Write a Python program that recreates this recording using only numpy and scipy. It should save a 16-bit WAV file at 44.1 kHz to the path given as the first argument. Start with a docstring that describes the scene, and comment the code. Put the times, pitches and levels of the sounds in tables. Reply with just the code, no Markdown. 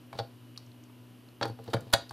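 """Small batteries clatter into a plastic holder on a desk, with light metal ticks and soft finger rubbing.
Each knock rings the desk and the holder's parts as fading tones and noise; one cell snaps home past its
spring and jolts the microphone. The sound flutters between the desk and a nearby surface and dies in a
small room, over a faint electrical hum (wavering tones) and fan noise (filtered noise)."""
import sys
import numpy as np
from scipy import signal
from scipy.fft import rfft, irfft, next_fast_len
from scipy.io import wavfile

SR = 44100
rng = np.random.default_rng(int(sys.argv[2]) if len(sys.argv) > 2 else 0)


def master(y):
    """Save y as 16-bit WAV."""
    cut = np.clip(np.atleast_2d(y).T, -1, 1)
    pcm = np.round(cut * 32767)  # scale
    wavfile.write(sys.argv[1], SR, pcm.astype(np.int16))


N = 93580
TIME = np.arange(N) / SR
RING_T = np.arange(8192) / SR   # seconds since a contact

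# In the tables, t60 is the time a ring takes to fade by 60 dB.
# A cell knocks on the holder. Each row: start in seconds, levels in dB of the desk thud, the hollow sound
# (shell and cavity together), the walls, the metal ring and the crack, scuff fading time in seconds.
KNOCKS = [(.1285, -53, -40.5, -43, -53.5, -62, 0.0016), (.151, -41, -47.5, -54, -59, -75, 0.003),
          (.186, -68, -46, -62, -42, -62, 0.005), (.1885, -41, -30.5, -37.5, -35.5, -56, 0.0014),
          (.197, -37.5, -29.5, -39.5, -43, -61, 0.002), (1.4123, -35, -27.5, -31.5, -43.5, -61, 0.00089),
          (1.4215, -62, -31.5, -41, -41, -74, 0.0029), (1.428, -67, -34.5, -28.5, -29.5, -67, 0.0019),
          (1.4345, -39, -32, -56, -49, -65, 0.0032), (1.4445, -43, -38.5, -36, -60, -65, 0.0081),
          (1.4545, -51, -27, -42, -45, -53, 0.00044), (1.476, -42.5, -45.5, -52, -52, -58, 0.0063),
          (1.498, -40, -41, -56, -66, -64, 0.0013), (1.588, -60, -45.5, -55.5, -65, -80, 0.0025),
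          (1.599, -50, -44.5, -71, -78, -83, 0.00063), (1.6775, -39.5, -45, -54, -52.5, -78, 0.0024),
          (1.6855, -51, -35, -58.5, -60, -80, 0.0013), (1.696, -49, -52, -57, -52, -58.5, 0.018),
          (1.733, -49, -26.5, -41, -39, -55, 0.00084), (1.7362, -26, -29.5, -27.5, -33.5, -46, 0.0021),
          (1.744, -35, -25, -63, -60, -50.5, 0.0011), (1.767, -60, -35, -42, -68, -63, 0.0018),
          (1.82, -44, -53, -72, -68, -77, 0.0034), (1.865, -46, -51, -65, -70, -82, 0.0038),
          (1.9275, -47, -42, -34, -41, -38, 0.0033), (1.93, -64, -45, -46, -53, -50, 0.0016),
          (1.9338, -55, -33, -25.5, -24, -42, 0.0018), (1.937, -42, -25.5, -28, -19, -26, 0.000078),
          (1.9385, -35, -19.5, -24.5, -49, -40.5, 0.0013), (1.9454, -49, -35.5, -34, -40, -45, 0.0024),
          (2.1085, -46, -42.5, -42, -51.5, -55.5, 0.0017)]
# Light ticks of metal on the spring contacts. Each row: start in seconds, pitch in Hz, ring level in dB,
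# crack level in dB.
TICKS = [(0.5608, 2900, -55, -71), (0.5757, 4340, -40.5, -55.5), (0.576, 1250, -55, -76),
         (.663, 5830, -64.5, -78), (0.716, 4000, -60.5, -85), (.837, 5900, -61, -70),
         (0.897, 1080, -61, -85), (1.287, 4170, -60.5, -84), (1.64, 4400, -66, -60.5),
         (1.807, 4800, -64, -55.5), (2.093, 4400, -46, -60)]
# Clear tones (modes) of each part. Each row: pitch in Hz, level within the part in dB, t60 in seconds.
DESK_MODES = [(119, 3, 0.14), (135, -17, 0.04)]
SHELL_MODES = [(574, -2, 0.044), (683.3, -5, 0.066), (795.6, -1.5, 0.043), (870, -4.5, 0.0033)]
WALL_MODES = [(940, 1.5, 0.0047), (1066, -11.5, 0.044), (1248, -28.5, 0.14), (1401, -4, 0.017),
              (1510, -28, 0.0027), (2250, -15, 0.019)]
METAL_MODES = [(3410, -17, 0.039), (3600, -18, 0.0068), (3780, -5, 0.12), (3980, 10.5, 0.0033),
               (4535, -15.5, 0.049), (4510, 2, 0.067), (4480, -22, 0.054), (5650, -7, 0.018),
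               (6800, -25, 0.057)]
CRACK_MODES = [(7490, -1, 0.0068), (9650, 13, 0.0024), (9890, -1.5, 0.036), (13400, 16, 0.0041)]
CAVITY_MODES = [(333.7, -9.5, 0.065), (454, -2.5, 0.033), (496.5, 2.5, 0.041)]
# Modes too crowded to tell apart, one row each for desk, shell, walls, metal and crack. Each row: lowest Hz,
# highest Hz, level in dB against the clear tones, t60 in seconds before the scuff lengthens it.
DENSE_MODES = [(65, 229, -3, 0.011), (503, 965, -8.5, 0.0094), (787, 1640, 0, 0.022),
               (3050, 4680, 2, 0.027), (5560, 11600, 3, 0.022)]
# The same for the cavity, as a single row: lowest Hz, highest Hz, level in dB, t60 in seconds.
CAVITY_DENSE = (231, 563, -13, 0)
# Fingers rub along the cells. Each row: start in seconds, length in seconds, level of the swell in dB.
RUBS = [(0.127, 0.089, -56.5), (1.585, 0.16, -60), (1.79, 0.28, -64)]
# Tone colour of the rubbing. 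Each row: frequency in Hz, relative level in dB per Hz.
RUB_COLOUR = [(100, -15), (450, 8.5), (900, 1), (2200, -11), (4000, -2.5), (6500, -17.5), (14000, -23)]
# Room tail. Each row: frequency in Hz, tail in dB against the direct sound, t60 in seconds,
# side (left-right difference) against middle in dB.
ROOM = [(120, -5.5, 0.21, -18), (298, -6, 0.2, -9.5), (685, -10, 0.27, -12.5), (1470, -10, .24, -14),
        (4070, -13.5, 0.32, -30), (8000, -10, 0.18, -9.5), (14000, -16, 0.072, 3)]
# Hum tones. Each row: pitch in Hz, level in dB rms before the waver.
HUM = [(119.8, -56.5), (246.3, -58.5), (304, -69.5), (361, -73), (997, -78.5), (2922, -81.5)]
# Colour of the fan and hiss. Each row: frequency in Hz, relative level in dB per Hz.
AIR_COLOUR = [(25, -12), (75, -13), (180, -1.5), (300, 5.5), (420, -2), (700, -7.5), (1300, -11.5),
              (2200, -15.5), (2950, -9), (3500, -16.5), (4600, -18.5), (7500, -26), (11000, -21),
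              (14000, -20.5), (14800, -51)]
# Stereo width of the fan and hiss. Each row: frequency in Hz, side against middle in dB.
AIR_SIDE = [(50, 2), (250, -14), (600, -6.5), (1400, -12), (3000, -59.5), (6000, -26), (9000, -5.5),
            (14000, -4)]

GRIT_PER_S = 655     # scuff strength per second of its length; a long scuff outweighs the click
SCUFF_RISE = 0.52    # build-up time as a share of the scuff's fading time
CAVITY_DB, CAVITY_PER_SOFT_DB = -10.5, 0.83   # cavity over shell; extra dB per dB of hollow over walls
JOLT_S, JOLT_HZ, JOLT_T60_S = 1.938, 126, 0.018
JOLT_LEFT_DB, JOLT_RIGHT_DB = -10, -5.5
RATTLE_DB, RATTLE_T60_S, RATTLE_CUT_HZ = -19, 0.017, 500
TICK_SCUFF_S, TICK_T60_S = 0.0011, 0.013
TICK_SPREAD, TICK_DENSE_DB = 1.2, 2   # crowded modes: reach around the pitch (ratio), level
RUB_FLICKER_DB, RUB_FLICKER_HZ = 4.5, 120   # typical swing; flicker slower than about this
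FLUTTER_S, FLUTTER_DB, FLUTTER_CUT_HZ = 0.00878, -8, 900   # per round
ROOM_BUILD_S = 0.001
HUM_WAVER = 0.21   # typical swing as a share of the level
FAN_HZ, FAN_WIDTH_HZ, FAN_DB = 108.3, 9.8, -68
AIR_DB = -59.5
LEFT_DB = 1.53     # left over right, for hum, drone and desk
STOP_HZ = 16600    # 60 dB down from here up
OPPOSITE = [[1], [-1]]   # left as is, right upside down


def from_db(db):
    """Turn dB into a plain factor."""
    return 10 ** (np.asarray(db) / 20)


def unit(x):
    """Scale to energy 1."""
    return x / np.sqrt(np.sum(x ** 2) + 1e-20)


def decay(t, t60):
    """Fade by 60 dB every t60 seconds."""
    return np.exp(-np.log(1000) * t / t60)


def at_hz(table, hz, column=1):
    """Read a table column between its rows, along a logarithmic pitch scale."""
    rows = np.array(table)
    return np.interp(np.log(hz + 1), np.log(rows[:, 0]), rows[:, column])


def band(x, low_hz, high_hz):
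    """Keep mainly the sound between two frequencies."""
    return signal.sosfilt(signal.butter(2, [low_hz, high_hz], "band", fs=SR, output="sos"), x)


def frequencies():
    """Frequencies in Hz of the full-length spectrum."""
    return np.fft.rfftfreq(N, 1 / SR)


def coloured(gain):
    """Noise of rms 1 with the given gain per frequency."""
    spectrum = rfft(rng.standard_normal(N)) * gain
    return unit(irfft(spectrum, N)) * np.sqrt(N)


def leftward(x):
    """Make two channels, the left a little stronger."""
    return x * from_db([[LEFT_DB / 2], [-LEFT_DB / 2]])


def strike(times, levels_db, scuffs_s, modes, dense):
    """A click and a noisy scuff excite one part's clear tones; band noise stands for its crowded modes."""
    low_hz, high_hz, dense_db, dense_t60 = dense
    t = RING_T
    out = np.zeros(N + len(t))
    clear = sum(from_db(db) * np.cos(2 * np.pi * hz * t) * decay(t, t60) for hz, db, t60 in modes)
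    clear = band(clear, low_hz * 0.83, high_hz * 1.2)
    for s, db, scuff_s in zip(times, levels_db, scuffs_s):
        scuff_noise, dense_noise = rng.standard_normal((2, len(t)))
        rise = 1 - np.exp(-(t + 1 / SR) / (SCUFF_RISE * scuff_s))
        force = GRIT_PER_S * scuff_s * unit(scuff_noise * rise * np.exp(-t / scuff_s))
        force[0] += 1   # the click
        clear_ring = unit(signal.fftconvolve(clear, force)[:len(t)])
        dense_shape = rise * decay(t, dense_t60 + 4 * scuff_s)
        dense_ring = unit(band(dense_noise * dense_shape, low_hz, high_hz))
        ring = unit(clear_ring + from_db(dense_db) * dense_ring)
        start = int(s * SR)
        # the level is the rms the ring would have if packed into 5 ms
        out[start:start + len(t)] += from_db(db) * ring * np.sqrt(0.005 * SR)
    return out[:N]


def holder():
    """Each knock reaches the desk and every part; soft ones, with weak walls, favour cavity over shell."""
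    knock_s, desk_db, hollow_db, walls_db, metal_db, crack_db, scuffs_s = np.transpose(KNOCKS)
    cavity_over_shell_db = CAVITY_DB + CAVITY_PER_SOFT_DB * (hollow_db - walls_db)
    # shell and cavity share the hollow sound's energy
    shell_db = hollow_db - 10 * np.log10(1 + from_db(cavity_over_shell_db) ** 2)
    levels = (desk_db, shell_db, walls_db, metal_db, crack_db)
    modes = (DESK_MODES, SHELL_MODES, WALL_MODES, METAL_MODES, CRACK_MODES)
    desk, *rest = [strike(knock_s, db, scuffs_s, clear, dense)
                   for db, clear, dense in zip(levels, modes, DENSE_MODES)]
    cavity = strike(knock_s, shell_db + cavity_over_shell_db, scuffs_s, CAVITY_MODES, CAVITY_DENSE)
    return leftward(desk) + sum(rest) + cavity


def jolt():
    """The snap shakes two microphone capsules in opposite senses: a damped low swing and a short rattle."""
    t = np.maximum(TIME - JOLT_S, 0)
    swing = np.sin(2 * np.pi * JOLT_HZ * t) * decay(t, JOLT_T60_S)
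    noise = coloured(1 / np.hypot(1, frequencies() / RATTLE_CUT_HZ) ** 0.97)
    rattle = from_db(RATTLE_DB) * noise * decay(t, RATTLE_T60_S) * (t > 0)
    return (from_db([[JOLT_LEFT_DB], [JOLT_RIGHT_DB]]) * swing + rattle) * OPPOSITE


def ticks():
    """Each tick rings briefly at a pitch of its own, under a thin crack."""
    start_s, _, _, crack_db = np.transpose(TICKS)
    rings = np.zeros(N)
    for s, hz, ring_db, _ in TICKS:
        dense = (hz / TICK_SPREAD, hz * TICK_SPREAD, TICK_DENSE_DB, TICK_T60_S)
        rings += strike([s], [ring_db], [TICK_SCUFF_S], [(hz, 0, TICK_T60_S)], dense)
    cracks = strike(start_s, crack_db, [TICK_SCUFF_S] * len(start_s), CRACK_MODES, DENSE_MODES[-1])
    return rings + cracks


def rubbing():
    """Skin sticks and slips on the cells: soft swells of noise with a grainy, flickering level."""
    swell = sum(from_db(db) * np.sin(np.pi * np.clip((TIME - s) / length, 0, 1)) for s, length, db in RUBS)
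    hz = frequencies()
    flicker = coloured(1 / (1 + (hz / RUB_FLICKER_HZ) ** 2))
    grain = from_db(RUB_FLICKER_DB * flicker)
    return swell * grain * coloured(from_db(at_hz(RUB_COLOUR, hz)))


def flutter(x):
    """The sound with one short echo path, repeating, weaker and duller on every round."""
    size = next_fast_len(N + SR // 2)   # spare room for the echoes
    hz = np.fft.rfftfreq(size, 1 / SR)
    delay = np.exp(-2j * np.pi * hz * FLUTTER_S)
    one_round = from_db(FLUTTER_DB) * delay / (1 + 1j * hz / FLUTTER_CUT_HZ)
    return irfft(rfft(x, size) / (1 - one_round), size)[:, :N]


def room(x):
    """A diffuse noise tail that dies band by band, mostly alike in both channels."""
    t = TIME[:SR // 2]
    tail = 0
    edges = np.geomspace(60, 17000, 13)
    for low, high in zip(edges, edges[1:]):
        hz = np.sqrt(low * high)
        shape = decay(t, at_hz(ROOM, hz, column=2)) * (1 - np.exp(-t / ROOM_BUILD_S)) ** 2
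        mid, side = [unit(band(noise * shape, low, high)) for noise in rng.standard_normal((2, len(t)))]
        stereo = mid + from_db(at_hz(ROOM, hz, column=3)) * side * OPPOSITE
        band_share = np.sqrt(2 * (high - low) / SR)   # wider bands carry more energy
        tail = tail + from_db(at_hz(ROOM, hz)) * band_share * stereo
    return signal.fftconvolve(x, tail, axes=1)[:, :N]


def background():
    """Wavering hum tones, a fan's narrow drone and its soft hiss."""
    hz = frequencies()
    slow = 1 / (1 + (hz / 6) ** 2)
    hum = np.zeros(N)
    for pitch_hz, db in HUM:
        tone = np.sqrt(2) * np.sin(2 * np.pi * (pitch_hz * TIME + rng.random()))
        hum += from_db(db) * tone * (1 + HUM_WAVER * coloured(slow))
    drone = from_db(FAN_DB) * coloured(1 / (1 + ((hz - FAN_HZ) / FAN_WIDTH_HZ) ** 2))
    colour = from_db(at_hz(AIR_COLOUR, hz))
    mid = coloured(colour)
    side = irfft(rfft(coloured(colour)) * from_db(at_hz(AIR_SIDE, hz)), N)
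    return leftward(hum + drone) + from_db(AIR_DB) * (mid + side * OPPOSITE)


def scene():
    """The holder in its room, over the hum; the jolt gets no echo."""
    direct = holder() + ticks() + rubbing()
    return flutter(direct) + room(direct) + jolt() + background()


def record(dry):
    """A steep filter cuts the top."""
    return signal.sosfilt(signal.cheby2(14, 60, STOP_HZ, fs=SR, output="sos"), dry)


dry = scene()
out = record(dry)
master(out)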